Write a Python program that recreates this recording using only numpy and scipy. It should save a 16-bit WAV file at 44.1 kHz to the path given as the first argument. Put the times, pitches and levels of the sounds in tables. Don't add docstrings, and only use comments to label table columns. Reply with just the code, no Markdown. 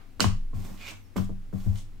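import sys
import numpy as np
from scipy import signal
from scipy.fft import rfft, irfft
from scipy.io import wavfile
from scipy.ndimage import uniform_filter1d

SR = 44100
rng = np.random.default_rng(int(sys.argv[2]) if len(sys.argv) > 2 else 0)


def dump(signal):
    limited = np.clip(np.atleast_2d(signal).T, -1, 1)
    pcm = np.round(limited * 32767).astype(np.int16)
    wavfile.write(sys.argv[1], SR, pcm)


N = 88200
CARD_PAN_DB, CARD_ROOM_DB = -5, 0.5

# f/Hz, level/dB
SLAP_TONE = [(300, -6.5), (600, -17.5), (1000, -2), (1500, 8.5), (2250, -17.5), (2950, 6), (3550, -21),
             (4100, 0.5), (5500, -3), (7000, -2), (8400, 2), (9500, -13), (13000, -23), (16000, -15.5)]
# f/Hz, level/dB
SLAP_ECHO_TONE = [(300, -8), (600, -13), (1000, -2), (1500, -2.5), (2250, 0.5), (2900, 8), (3550, -2),
                  (4100, 3), (5500, 2), (7000, 0), (8400, -0.5), (9500, -9), (13000, -15), (16000, -39)]
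def card_snap(start=0.2047, db=5.5, fade_s=0.0077):
    crack = colour(burst(start, db, fade_s, rattle=2), SLAP_TONE)
    echo = colour(burst(start, db, fade_s, rattle=0), SLAP_ECHO_TONE)
    return crack * pan(CARD_PAN_DB) + room(echo, wet_db=-1.5)


# t/s, level/dB
EDGE_TOUCHES = [(0.197, -19), (0.2215, -9), (0.546, -36), (0.774, -30.5), (0.885, -21.5), (1.167, -23.5),
                (1.169, -36), (1.177, -20.5), (1.603, -35), (1.756, -26.5), (1.785, -30.5)]
# f/Hz, level/dB
TICK_TONE = [(300, -4), (1200, -3), (3000, 5), (7500, -4), (10000, -9), (13000, -11), (16000, -5)]
def card_ticks():
    clicks = sum(burst(start, db, fade_s=0.05, rattle=6) for start, db in EDGE_TOUCHES)
    ticks = colour(clicks, TICK_TONE)
    return ticks * pan(CARD_PAN_DB) + room(ticks, CARD_ROOM_DB)


# t/s, boom level/dB, boom tilt/(dB per octave), clack level/dB, clack fade/s, cutoff/Hz
FINGER_KNOCKS = [(0.1974, -45, -11, -7, 0.0055, 3030), (0.208, -30, 9, -1, 0.018, 2500),
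                 (0.243, -15, -7.5, 3.5, 0.014, 1760), (0.532, -27.5, -9, -18, 0.066, 895),
                 (0.572, -34, 0, -44, 0.033, 600), (0.695, -42.5, 5, -21, 0.13, 900),
                 (0.917, -50, -5, -17.5, 0.091, 1640), (1.16, -25.5, 3.5, -7, .03, 705),
                 (1.1644, -26.5, -6, -7, 0.035, 2460), (1.182, -25, 4.5, -9, 0.053, 1510),
                 (1.294, -34, 4, -16, 0.08, 700), (1.528, -26.5, 3, -15.5, 0.12, 890),
                 (1.655, -22.5, -2.5, -34, .03, 500), (1.665, -21, -20, -17.5, 0.22, 650)]
# f/Hz, level/dB
WOOD_TONE = [(120, -4.5), (250, 6.5), (450, -0.5), (680, 1), (830, -5.5), (1050, 1), (1500, -6.5),
             (2200, -11.5), (4000, -19.5), (9000, -21.5), (16000, -37.5)]
def finger_knocks():
    clacks = booms = 0
    for start, boom_db, tilt_db, clack_db, fade_s, cutoff_hz in FINGER_KNOCKS:
        soften = signal.butter(2, cutoff_hz, fs=SR, output="sos")
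        clacks += signal.sosfilt(soften, burst(start, clack_db, fade_s, rattle=1.67))
        booms += table_boom(start, boom_db, tilt_db)
    clacks = colour(clacks, WOOD_TONE)
    return booms + clacks * pan(-7.5) + room(clacks, wet_db=-3)


# f/Hz, level/dB, fade/s, left minus right/dB
TABLE_NOTES = [(77, -0.5, 0.2, -2), (99, -0.5, 0.3, 17.5), (109.4, -12, 0.47, 5), (143.6, -12, 0.34, -9),
               (193.07, -4.5, 0.34, 15.5), (207.2, -17, 0.13, 15), (238.8, -12.5, 0.15, 5.5),
               (275.8, -14, 0.15, -0.5), (347, -20.5, 0.18, -2.5), (483.5, -15.5, 0.079, -9),
               (609, -26.5, 0.18, -11), (725, -33, 0.29, -3)]
def table_boom(start, db, tilt_db, rise_s=0.015, right_lag_s=0.00091):
    boom = np.zeros((2, N))
    main_hz = TABLE_NOTES[1][0]
    span = slice(int(start * SR), int(start * SR) + SR // 2)
    t = np.array([since(start)[span], since(start + right_lag_s)[span]])
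    for hz, note_db, fade_s, side_db in TABLE_NOTES:
        swell = 1 - np.exp(-(t / rise_s) ** 2 * hz / main_hz)
        ring = np.sin(2 * np.pi * hz * t) * fade(t, fade_s) * swell
        boom[:, span] += ring * gain(db + note_db + tilt_db * np.log2(hz / main_hz)) * pan(side_db)
    return boom


# t/s, level/dB
TABLE_SHOVES = [(0.266, -19.5), (1.192, -24.5), (1.568, -25)]
def table_sway(hz=19.3, fade_s=1.9):
    sway = 0
    for start, db in TABLE_SHOVES:
        t = since(start)
        swell = 1 - np.exp(-t * hz)
        sway += gain(db) * np.sin(2 * np.pi * hz * t) * fade(t, fade_s) * swell
    return sway


# f/Hz, level/dB
DRAG_TONE = [(200, 23.5), (450, 4), (800, 8), (1500, -0.5), (2700, -3), (5000, -5), (7500, -4.5),
             (10000, -10.5), (12500, -8), (14500, -5), (16000, -15)]
SCRAPE_TONE = [(300, -5.5), (700, -9), (1300, -5), (1900, -6), (2350, 6), (2700, 3), (3150, -5.5),
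               (3500, -4), (4500, -9), (7300, -12), (9500, -25), (13000, -19.5), (16000, -27)]
BRUSH_TONE = [(400, 7), (1200, 1.5), (2000, -17), (3100, 6.5), (4500, 0), (7200, 7.5), (10000, -1),
              (16000, -12)]
# t/s, length/s, first level/dB, last level/dB, release/s, tone name
CARD_SLIDES = [(0.534, 0.13, -54.5, -49.5, 0.13, "drag"), (0.78, 0.12, -54.5, -42.5, 0.0049, "scrape"),
               (0.876, 0.037, -65, -50.5, 0.0045, "brush"), (1.151, 0.014, -62, -40, 0.031, "drag"),
               (1.227, 0.011, -62, -56, .015, "brush"), (1.522, 0.23, -57, -55.5, 0.029, "drag"),
               (1.762, 0.025, -48.5, -53.5, 0.021, "brush")]
def card_slides(clicks_per_s=9000, rise_s=0.013, flutter_db=-1.65):
    tones = {"drag": DRAG_TONE, "scrape": SCRAPE_TONE, "brush": BRUSH_TONE}
    rustle = 0
    for start, length, first_db, last_db, release, tone in CARD_SLIDES:
        slips = rng.random(N) < clicks_per_s / SR
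        clicks = slips * rng.standard_normal(N) * gain(0.5 * rng.exponential(size=N))
        t = since(start)
        effort = gain(np.interp(t, [0, length], [first_db, last_db]) + flutter_db * wander(70))
        shape = (1 - np.exp(-t / rise_s)) * np.exp(-since(start + length) / release)
        rustle += colour(clicks / clicks.std() * effort * shape, tones[tone])
    sliding = rustle + edge_squeal()
    return sliding * pan(CARD_PAN_DB) + room(sliding, CARD_ROOM_DB)


# starting f/Hz, level/dB
SQUEAL_NOTES = [(6400, -74.5), (13450, -76.5)]
def edge_squeal(start=0.92, length_s=0.155, fall=0.2, flicker_db=4):
    progress = np.minimum(since(start) / length_s, 1)
    speed = 1 - fall * progress ** 2 + 0.0083 * wander(1300)
    shape = np.sqrt(abs(np.sin(np.pi * progress)))
    return shape * sum(gain(db + flicker_db * wander(79.8)) * sine(hz * speed) for hz, db in SQUEAL_NOTES)


# f/Hz, fade/s
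ROOM_FADES = [(150, 0.24), (600, 0.23), (1500, 0.29), (4000, 0.29), (8000, 0.26), (15000, 0.25)]
def room(sound, wet_db, rise_s=0.0011):
    hz, t, frames = signal.stft(rng.standard_normal((2, N // 2)), SR, nperseg=256)
    shape = fade(t, curve(ROOM_FADES, hz)[:, None]) * (1 - np.exp(-t / rise_s))
    tail = signal.istft(frames * shape, SR)[1]
    return gain(wet_db) * convolve(sound, tail / np.sqrt(np.sum(tail ** 2) / 2))


# f/Hz, level/dB
RUSTLE_TONE = [(200, 0.5), (700, 2.5), (1600, -2.5), (4000, -13.5), (16000, -40)]
def dull_rustle(db=-56.5, fade_s=0.43):
    return colour(rng.standard_normal((2, N)) * fade(since(0), fade_s), RUSTLE_TONE) * gain(db)


# f/Hz, level/dB
AIR_TONE = [(25, 5), (45, -4), (70, 1), (130, -9), (260, -10), (500, -22), (1000, -26), (2000, -27.5),
            (4000, -33), (8000, -38), (16000, -40.5)]
# f/Hz, level/dB
HUM_NOTES = [(19.5, -44), (100, -56.5), (198, -69), (266, -69.5)]
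def background(air_db=-54.5):
    air = colour(rng.standard_normal((2, N)) * 0.81 + rng.standard_normal(N) * 0.59, AIR_TONE)
    hum = sum(gain(db + 2 * wander(3.8)) * sine(hz * (1 + 0.0128 * wander(4))) for hz, db in HUM_NOTES)
    return air * gain(air_db) + hum * pan(9)


def burst(start, db, fade_s, rattle, spread=0.64):
    t = since(start)
    noise = rng.standard_normal(N) + spread * rng.standard_normal(N) * np.array([[1], [-1]])
    tail = (t > 0) * noise * fade(t, fade_s)
    contact = rattle * tail / np.linalg.norm(tail[0])
    contact[:, int(start * SR)] += 1
    return gain(db) * contact / np.sqrt(1 + rattle ** 2)


def colour(sound, tone, size=4096):
    hz = np.fft.rfftfreq(size, 1 / SR)
    bass_cut = np.clip((hz + 1) / tone[0][0], 0, 1) ** 2
    gains = gain(curve(tone, hz)) * bass_cut
    cepstrum = irfft(np.log(gains / np.sqrt(np.mean(gains ** 2))))
    cepstrum[1:size // 2] *= 2
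    cepstrum[size // 2 + 1:] = 0
    return convolve(sound, irfft(np.exp(rfft(cepstrum))))


def convolve(sound, response):
    return signal.fftconvolve(np.atleast_2d(sound), np.atleast_2d(response), axes=-1)[:, :N]


def curve(points, hz):
    pitches, values = np.array(points, float).T
    return np.interp(np.log(hz + 1), np.log(pitches), values)


def gain(db):
    return 10 ** (np.asarray(db) / 20)


def pan(db):
    return gain(np.array([[db], [-db]]) / 2)


def since(start):
    return np.maximum(np.arange(N) / SR - start, 0)


def fade(t, fade_s):
    return np.exp(-np.log(1000) * t / fade_s)


def sine(hz):
    return np.sin(2 * np.pi * np.cumsum(hz) / SR)


def wander(turns_per_s):
    step = int(SR / turns_per_s)
    return uniform_filter1d(np.repeat(rng.standard_normal(N // step + 1), step), step)[:N]


def scene():
    return (card_snap() + card_ticks() + finger_knocks() + table_sway() + card_slides()
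            + dull_rustle() + background())


def record(dry):
    return signal.sosfilt(signal.ellip(10, 0.1, 80, 15750, fs=SR, output="sos"), dry)


dry = scene()
out = record(dry)
dump(out)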